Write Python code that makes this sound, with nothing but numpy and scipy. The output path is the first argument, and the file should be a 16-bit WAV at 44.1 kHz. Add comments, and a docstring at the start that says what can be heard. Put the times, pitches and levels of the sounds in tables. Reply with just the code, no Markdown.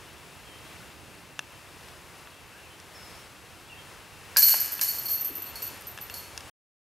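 """Disc into a chain basket

A plastic disc flies into the chains of a steel basket in a wood: slaps ring the cage in many sine modes,
filtered noise knocks drop the disc into the tray, and the chains swing back, jingle and settle as
hundreds of link contacts ring decaying sines. Whistled birds, an insect drone, woodland air and a low rumble
of shaped noise surround it, with dry plastic clicks and soft scuffs close by; the sound cuts off suddenly."""
import sys
import numpy as np
from scipy import signal
from scipy.fft import rfft, irfft, next_fast_len
from scipy.io import wavfile
from scipy.ndimage import map_coordinates

SR = 44100
rng = np.random.default_rng(int(sys.argv[2]) if len(sys.argv) > 2 else 0)


def persist_wave(psi):
    """Save psi, clipped to +-1, as 16-bit WAV."""
    counts = np.round(np.clip(psi, -1, 1) * 32767).astype(np.int16)
    wavfile.write(sys.argv[1], SR, np.atleast_2d(counts).T)


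N = 308700
TIME = np.arange(N) / SR
END_S, TOP_HZ = 6.5, 15750  # where the sound stops, and the top of its band

# The chains slap the pole and cage, then jostle:
# start_s, slap_db, bright_ring_db, low_ring_db, jostle_hold_s
CLASHES = [(4.369, -14.5, -16.5, -34, .05), (4.421, -22, -13.5, -24.5, 0.051),
           (4.483, -19, -19, -24.5, 0.056), (4.812, -21, -20, -37, 0.034),
           (5.083, -33.5, -21.5, -33.5, 0.056), (5.556, -37.5, -36, -38.5, .012),
           (5.62, -37, -34, -42, .025), (6.14, -35, -36.5, -37.5, .03)]


def amp(db):
    """Decibels to gain."""
    return 10 ** (np.asarray(db) / 20)


def unit(x):
    """Scale x to rms 1."""
    return x / np.sqrt(np.mean(x ** 2) + 1e-20)


def along(points, hz):
    """Read (Hz, value) points on a log frequency axis."""
    f, v = np.transpose(points)
    return np.interp(np.log(hz + 1), np.log(f + 1), v)


def over_time(points):
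    """Read (seconds, value) points at every sample."""
    s, v = np.transpose(points)
    return np.interp(TIME, s, v)


def wobble(rate):
    """A smooth random curve with this many knots a second."""
    knots = rng.standard_normal(int(N * rate / SR) + 4)
    return map_coordinates(knots, [TIME * rate])


def filtered(x, response):
    """Multiply the spectrum of x by a response of frequency."""
    n = x.shape[-1]
    m = next_fast_len(n + 8192)  # spare room for the filter's tail
    return irfft(rfft(x, m) * response(np.fft.rfftfreq(m, 1 / SR)), m)[..., :n]


def hiss(spectrum, size):
    """Noise coloured by (Hz, dB) points, at rms 1."""
    return unit(filtered(rng.standard_normal(size), lambda hz: amp(along(spectrum, hz))))


def body(x, modes):
    """Ring x through resonances (Hz, width Hz, dB) of alternating sign."""
    def response(f):
        total = 0
        for k, (centre, width, db) in enumerate(modes):
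            resonance = 1j * f * width / (centre * centre - f * f + 1j * f * width)
            total = total + (-1) ** k * amp(db) * resonance
        return total
    return filtered(x, response)


def fade(t, t60):
    """Exponential decay, 60 dB down after t60 seconds."""
    return np.exp(-np.log(1000) * t / t60)


def blow(x, size=176):
    """Scale a hit so that its first samples (4 ms by default) have rms 1."""
    return x / np.sqrt(np.mean(x[:size] ** 2) + 1e-20)


def add(track, s, sound):
    """Mix a sound into the track at time s."""
    part = track[round(s * SR):][:len(sound)]
    part += sound[:len(part)]


def swell(start, rise_s, hold_s, fall_db_per_s):
    """Gain that rises, holds, then falls steadily in dB."""
    age = TIME - start
    return np.clip(age / rise_s, 0, 1) * amp(-fall_db_per_s * np.maximum(age - hold_s, 0))


def jostling():
    """Bright and low ring of the chains in dB: a surge after each clash over a sway that slowly settles."""
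    sway_db = [[-33], [-45]]  # bright, then low
    sway = amp(sway_db) * swell(CLASHES[0][0], rise_s=0.014, hold_s=0.85, fall_db_per_s=54)
    power = sway ** 2
    for s, _, bright, low, hold in CLASHES:
        surge = amp([[bright], [low]]) * swell(s, rise_s=0.014, hold_s=hold, fall_db_per_s=194.5)
        power = power + surge ** 2
    return 10 * np.log10(power + 1e-20)


def chains(count=64, jostle_top_db=-5, tick_db=-13, busiest=600, scatter_db=3.5, bounce_s=.004, bounce_db=-3):
    """Near-identical links ring at slightly different pitches; the harder they jostle, the more contacts."""
    # contacts that stand out of the jingle: start_s, bright_ring_db, low_ring_db, top_ring_db
    clinks = [(4.382, -14.5, -37, -23), (4.428, -15.5, -19.5, -27), (4.463, -18, -37, -26),
              (4.6013, -23.5, -41, -34), (4.7204, -28.5, -52, -31), (4.880, -26.5, -30.5, -34),
              (4.985, -30, -39, -47), (5.057, -29.5, -37, -34), (5.1335, -30, -39, -29.5),
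              (5.21, -29, -56, -27), (5.2461, -27, -55, -25), (5.353, -32.5, -62, -44.5),
              (5.4206, -33.5, -51, -43), (5.461, -38, -51, -51), (5.623, -31.5, -49, -43),
              (5.8699, -37.5, -63, -36.5), (6.012, -36.5, -52, -48.5), (6.104, -46, -48, -46.5),
              (6.174, -38.5, -47, -51)]
    # modes of one link: pitch_hz, spread_between_links_hz, level_db, typical_t60_s
    link_modes = [(4380, 32, -5, .22), (5990, 90, -25.5, 0.22), (8940, 330, -16, .05),
                  (12146, 125, -1.5, 0.16), (13340, 240, -4, 0.11), (14000, 300, -15, .06)]
    # colour of link on link: pitch_hz, relative_level_db
    tick_spectrum = [(1500, -20), (3600, -20), (4800, 0), (7500, -4), (9200, -2), (11000, -1.5),
                     (12500, 1.5), (14200, -3), (15500, -17.5)]
    first_contact_db = -1.5  # the links that meet at a slap, against the slap itself

    out, t = np.zeros(N), np.arange(SR // 6) / SR
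    hz, spread, mode_db, t60 = np.transpose(link_modes)
    pitches = hz + spread * rng.standard_normal((count, len(link_modes)))
    freedom = np.exp(0.34 * rng.standard_normal((count, 1, 1)))  # pinched links die sooner than loose ones
    rings = np.sin(2 * np.pi * pitches[..., None] * t)
    rings *= amp(mode_db)[:, None] * fade(t, freedom * t60[:, None])
    rings *= 1 - fade(t, 0.0035)  # the ring swells in just after the tick
    ticks = hiss(tick_spectrum, size=N)

    def contact(s, bright, low, top):
        """Two links meet with a tick, and both ring."""
        pair = rings[rng.choice(count, size=2, replace=False)].sum(axis=0)
        tick = ticks[rng.integers(N - len(t)):][:len(t)] * fade(t, 0.05)
        ring = amp([low, bright, bright, bright, top, top]) @ pair
        add(out, s, ring + amp(bright + tick_db) * tick)

    for s, bright, low, top in clinks:
        # a knock runs on through the next links, weaker each time
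        delays = np.r_[0, np.cumsum(bounce_s * (.5 + rng.random(size=2)))]
        for k, delay in enumerate(delays):
            loss = k * bounce_db
            contact(s + delay, bright + loss, low + loss, top + loss)

    for s, slap, _, low, _ in CLASHES:
        contact(s, *np.add([slap, low, slap + jostle_top_db], first_contact_db))

    bright, low = jostling()
    rate = busiest * amp((bright - bright.max()) / 2) * (TIME > CLASHES[0][0])  # contacts per second
    passed = np.cumsum(rate) / SR
    slots = np.arange(int(passed[-1]))
    for i in np.searchsorted(passed, slots + rng.random(len(slots))):
        # overlapping rings share the level between them
        size = rng.normal(0, scatter_db) - 10 * np.log10(1 + rate[i] * 0.055)
        contact(TIME[i], bright[i] + size, low[i] + size, bright[i] + size + jostle_top_db)
    return out


def slips(count=190, level_db=-56, life=0.014, start_s=4.5, sway_s=1.7, settle_db=18):
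    """As the chains sway, loaded links scrape in their neighbours in tiny slips, ever fewer and weaker."""
    out, t = np.zeros(N), np.arange(SR // 16) / SR
    grit = hiss([(6500, -24.0), (8400, -16), (9100, 0.5), (10800, -15.5), (11600, -13.0), (12100, 4.5),
                 (12700, -6.5), (13300, -5.0), (15000, -24.5)], size=N)
    for turn, size in rng.random((count, 2)):
        age = turn ** 1.3  # crowds the slips towards the start
        slip = grit[rng.integers(N - len(t)):][:len(t)] * fade(t, life)
        slip_db = level_db + 10 * size ** 2 + settle_db * (1 - age)
        add(out, start_s + sway_s * age, amp(slip_db) * slip)
    return out


def basket(count=300, crash_db=-4, crash_t60=0.1, steel_db=-7, steel_t60=0.99, tones_db=-16, tones_t60=1.0):
    """Each slap of chain is a short crash that leaves the wire cage ringing in many modes."""
    # strongest tones of the welded cage: pitch_hz, relative_level_db
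    cage_tones = [(1660, -2), (2304, -4.5), (2848, -6), (3009, 0), (4334, -2.5), (4378, 13.5), (4856, -1.5),
                  (5459, -13.5), (5809, -8.5), (6186, -4.5), (6394, -6), (6546, -3), (6735, -5),
                  (7085, 8.5), (8479, -8), (11046, -7.5)]
    # its many weaker modes: pitch_hz, relative_level_db
    steel_spectrum = [(500, -19), (1200, -16.5), (1650, -9.5), (2300, -8.5), (3600, -12.5), (4500, -0.5),
                      (7000, 1), (7700, -3), (9000, 0.5), (11000, 3), (15000, -4.5)]
    # crash of the contact: pitch_hz, relative_level_db
    crash_spectrum = [(400, -30.5), (1500, -12), (3600, -12.5), (4300, 8.5), (5000, 5.5), (7500, -1.5),
                      (9000, -0.5), (12000, 1.5), (14000, -17.5), (15700, -9.5)]

    out, t = np.zeros(N), np.arange(SR) / SR
    weak_hz = np.linspace(550, 14500, count) + rng.normal(0, 15, count)
    tone_hz, tone_db = np.transpose(cage_tones)
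    weak, strong = amp(along(steel_spectrum, weak_hz)), amp(tone_db)
    weak_gains = amp(steel_db) * weak / np.linalg.norm(weak)
    tone_gains = amp(tones_db) * strong / np.linalg.norm(strong)
    gains = np.r_[weak_gains, tone_gains]
    hz = np.r_[weak_hz, tone_hz]
    # low modes last longer
    t60 = np.r_[steel_t60 * np.sqrt(6000 / weak_hz), tones_t60 * np.sqrt(4000 / tone_hz)]
    modes = np.sin(2 * np.pi * hz[:, None] * t) * fade(t, t60[:, None])
    for s, db, *_ in CLASHES:
        # each spot favours other modes
        shares = rng.choice([-1, 1], len(hz)) * amp(rng.normal(0, 1.1, len(hz)))
        crash = amp(crash_db) * hiss(crash_spectrum, size=len(t)) * fade(t, crash_t60)
        add(out, s, amp(db) * ((gains * shares) @ modes + crash))
    return out


def disc():
    """The plastic disc slaps through the chains into the pole, then lands in the tray with a double knock."""
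    # the disc's blows: start_s, level_db, scrape_t60_s, pole_ring_db
    knocks = [(4.3625, -29.5, 0.027, -34.5), (4.369, -33.5, 0.094, -33.5), (4.423, -40, 0.14, -52.5),
              (4.5399, -29, 0.0075, -57), (4.545, -33, 0.012, -60), (4.814, -40.5, 0.13, -47)]
    # the disc's resonances: pitch_hz, width_hz, relative_level_db
    disc_modes = [(604, 70, -4.5), (926, 170, -1), (1648, 230, 1), (2340, 230, -2.5), (2840, 120, -4.5)]
    # the steel pole: pitch_hz, relative_level_db, t60_s
    pole_modes = [(1680, 0, 0.16), (4890, 7.5, 0.09)]

    out, t = np.zeros(N), np.arange(SR // 4) / SR
    pole = sum(amp(db) * np.sin(2 * np.pi * hz * t) * fade(t, t60) for hz, db, t60 in pole_modes)
    for s, db, t60, pole_db in knocks:
        scrape = rng.standard_normal(len(t)) * fade(t, t60)
        knock = blow(body(scrape, disc_modes), size=220)
        add(out, s, amp(db) * knock + amp(pole_db) * pole)
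    return out


def clicks():
    """A sharp snap and the very short ring of a plastic shell."""
    # dry clicks close by: start_s, body_db, snap_db, strongest_resonance_hz
    click_events = [(1.3922, -27, -35, 2680), (1.885, -52, -52, 11300), (2.273, -45, -64, 1330),
                    (2.80, -58, -47.5, 5800), (4.7938, -32.5, -43, 2700), (5.976, -39.5, -45, 1700),
                    (5.987, -39, -53.5, 1660), (6.0985, -37.5, -43, 2730), (6.377, -37.5, -33.5, 4950),
                    (6.4068, -48, -45, 1750)]
    # the clicking shell: pitch_hz, width_hz, relative_level_db
    shell_modes = [(1170, 1000, -9), (1702, 168, 2), (2700, 110, 2), (3570, 330, -3), (5700, 1060, -17.5)]
    # colour of the snap: pitch_hz, relative_level_db
    snap_spectrum = [(300, -14.5), (1000, -5), (3500, -9), (5600, 12), (7300, -1.5), (10000, 2),
                     (12000, -10), (15000, -19)]

    out, t = np.zeros(N), np.arange(SR // 20) / SR
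    for s, db, snap, hz in click_events:
        favoured = np.sin(2 * np.pi * hz * t) * fade(t, 0.028)  # each click rings one mode most
        thud = blow(body(fade(t, 0.00027), shell_modes))
        shell = blow(thud + 0.76 * favoured)
        crack = blow(hiss(snap_spectrum, size=len(t)) * fade(t, 0.011))
        add(out, s, amp(db) * shell + amp(snap) * crack)
    return out


def scuff():
    """Soft low scuffs: dark noise that swells and dies around each stroke."""
    # strokes: peak_s, level_db
    scuff_strokes = [(5.315, -47.5), (5.385, -49.5)]
    stroke_s = 0.024  # time constant of both the swell and the fall
    strokes = sum(amp(db) * np.exp(-abs(TIME - s) / stroke_s) for s, db in scuff_strokes)
    return strokes * hiss([(200, -27), (290, 0), (430, -7), (650, -14), (1500, -55)], size=N)


def birds(waver=0.0088):
    """Thin, wavering whistles far off in the trees, each a sine on one smooth bend of pitch."""
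    # whistles: start_s, length_s, start_hz, middle_hz, end_hz, start_level_db
    whistles = [(0.148, 0.12, 3450, 3370, 3400, -61), (.44, 0.3, 3230, 3140, 3480, -55.5),
                (2.529, 0.1, 1477, 1670, 1810, -54), (2.621, .07, 2800, 2610, 2450, -52),
                (2.692, 0.08, 3000, 3070, 3000, -56), (2.937, .29, 5380, 5270, 5570, -52),
                (3.691, 0.067, 2850, 2740, 2550, -44), (3.765, 0.056, 3040, 3200, 3050, -49)]
    rise_s, fall_db = 0.017, 9  # edge ramps, and the fade along the whole length

    out = np.zeros(N)
    for s, length, *pitches, db in whistles:
        t = np.arange(int(length * SR)) / SR
        bend = np.polyval(np.polyfit([0, length / 2, length], pitches, 2), t)
        hz = bend * (1 + waver * wobble(131.4)[:len(t)])
        sounding = np.clip(np.minimum(t, length - t) / rise_s, 0, 1)
        level = sounding * amp(db - fall_db * t / length)
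        add(out, s, level * np.sin(2 * np.pi * np.cumsum(hz) / SR))
    return out


def chorus(count=26, level_db=-66, insect_db=-65, insect_hz=2680):
    """Many farther birds chirp gliding sines at random over a thin insect drone of resonant noise."""
    out, t = np.zeros(N), np.arange(SR // 8) / SR
    for when, pitch, glide, size in rng.random((count, 4)):
        hz = (1700 + 1900 * pitch) * (1 + 2.4 * (glide - .5) * t)
        chirp = np.hanning(len(t)) * np.sin(2 * np.pi * np.cumsum(hz) / SR)
        add(out, when * (END_S - len(t) / SR), amp(level_db + 8.2 * size) * chirp)
    drone = unit(body(rng.standard_normal(N), [(insect_hz, 110, 0)]))
    return out + drone * amp(insect_db + 2.6 * wobble(2.5))


def woods(x):
    """Trunks and leaves scatter a faint, short echo: noise whose treble dies first."""
    # echo decay: pitch_hz, t60_s
    echo_decay = [(200, 0.37), (3000, 0.35), (12000, 0.089)]
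    hz, t, z = signal.stft(rng.standard_normal((2, SR // 2)), SR, nperseg=256)
    tail = signal.istft(z * fade(t, along(echo_decay, hz)[:, None]), SR, nperseg=256)[1]
    return signal.fftconvolve(x[None], tail / np.linalg.norm(tail[0]), axes=1)[:, :N]


def air(flutter_db=0.92):
    """Woodland air: wide coloured noise that flutters slightly, its bass leaning to the right."""
    # colour of the air: pitch_hz, relative_level_db
    air_spectrum = [(15, -45), (25, -20.5), (59, -3.5), (84, 1.5), (240, -6.5), (349, -3.5), (666, -5.5),
                    (919, -4.5), (1950, -7), (2700, -8.5), (3930, -12.5), (5430, -14), (6380, -16),
                    (10900, -17.5), (15500, -25.5)]
    # level before flutter: time_s, level_db
    air_level = [(0, -49), (4, -48.5), (5.3, -46.5)]
    # left-right likeness: pitch_hz, correlation
    likeness = [(60, 0.83), (180, 0.87), (550, 0.96), (1650, 1), (4970, 0.9), (15000, 0.98)]
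    # balance: pitch_hz, left_minus_right_db
    balance = [(60, -16), (150, -7), (380, -0.5), (950, 3.5), (2380, 3), (5980, 1.5), (15000, 0.5)]

    def mid_side(hz):
        """Share the air between mid and side to give the wanted likeness."""
        turn = np.arccos(np.clip(along(likeness, hz), -1, 1)) / 2
        return amp(along(air_spectrum, hz)) * [np.cos(turn), np.sin(turn)]

    mid, side = filtered(rng.standard_normal((2, N)), mid_side)
    left_right = np.array([mid + side, mid - side])
    pair = filtered(left_right, lambda hz: amp(np.outer([.5, -.5], along(balance, hz))))
    return unit(pair) * amp(over_time(air_level) + flutter_db * wobble(5.9))


def rumble():
    """A far-off low rumble of dark noise swells and sinks, mostly on the right."""
    # level before the left-right balance: time_s, level_db
    rumble_level = [(0, -64), (1.1, -56.5), (2, -67), (4, -64.5), (5, -76)]
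    low = hiss([(50, -29.5), (100, -1.5), (150, 0.5), (220, -8), (330, -4.5), (800, -28.0), (2000, -51)], size=N)
    return amp(over_time(rumble_level)) * low * amp([[-4], [2]])


def scene(echo_db=-22, bird_echo_db=-2, near_lean_db=1.0, basket_lean_db=0.05):
    """The basket stands almost straight ahead, with the wood all round."""
    target = chains() + slips() + basket() + disc()
    song = birds() + chorus()
    near = (clicks() + scuff()) * amp([[near_lean_db], [-near_lean_db]])
    echo = woods(amp(echo_db) * target + amp(bird_echo_db) * song)
    ahead = target * amp([[basket_lean_db], [-basket_lean_db]])
    return ahead + song + near + echo + air() + rumble()


def record(dry):
    """The sound stops dead, and nothing above the band limit remains."""
    gate = np.clip((END_S - TIME) / .004, 0, 1)
    return filtered(dry * gate, lambda hz: hz < TOP_HZ)


dry = scene()
out = record(dry)
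persist_wave(out)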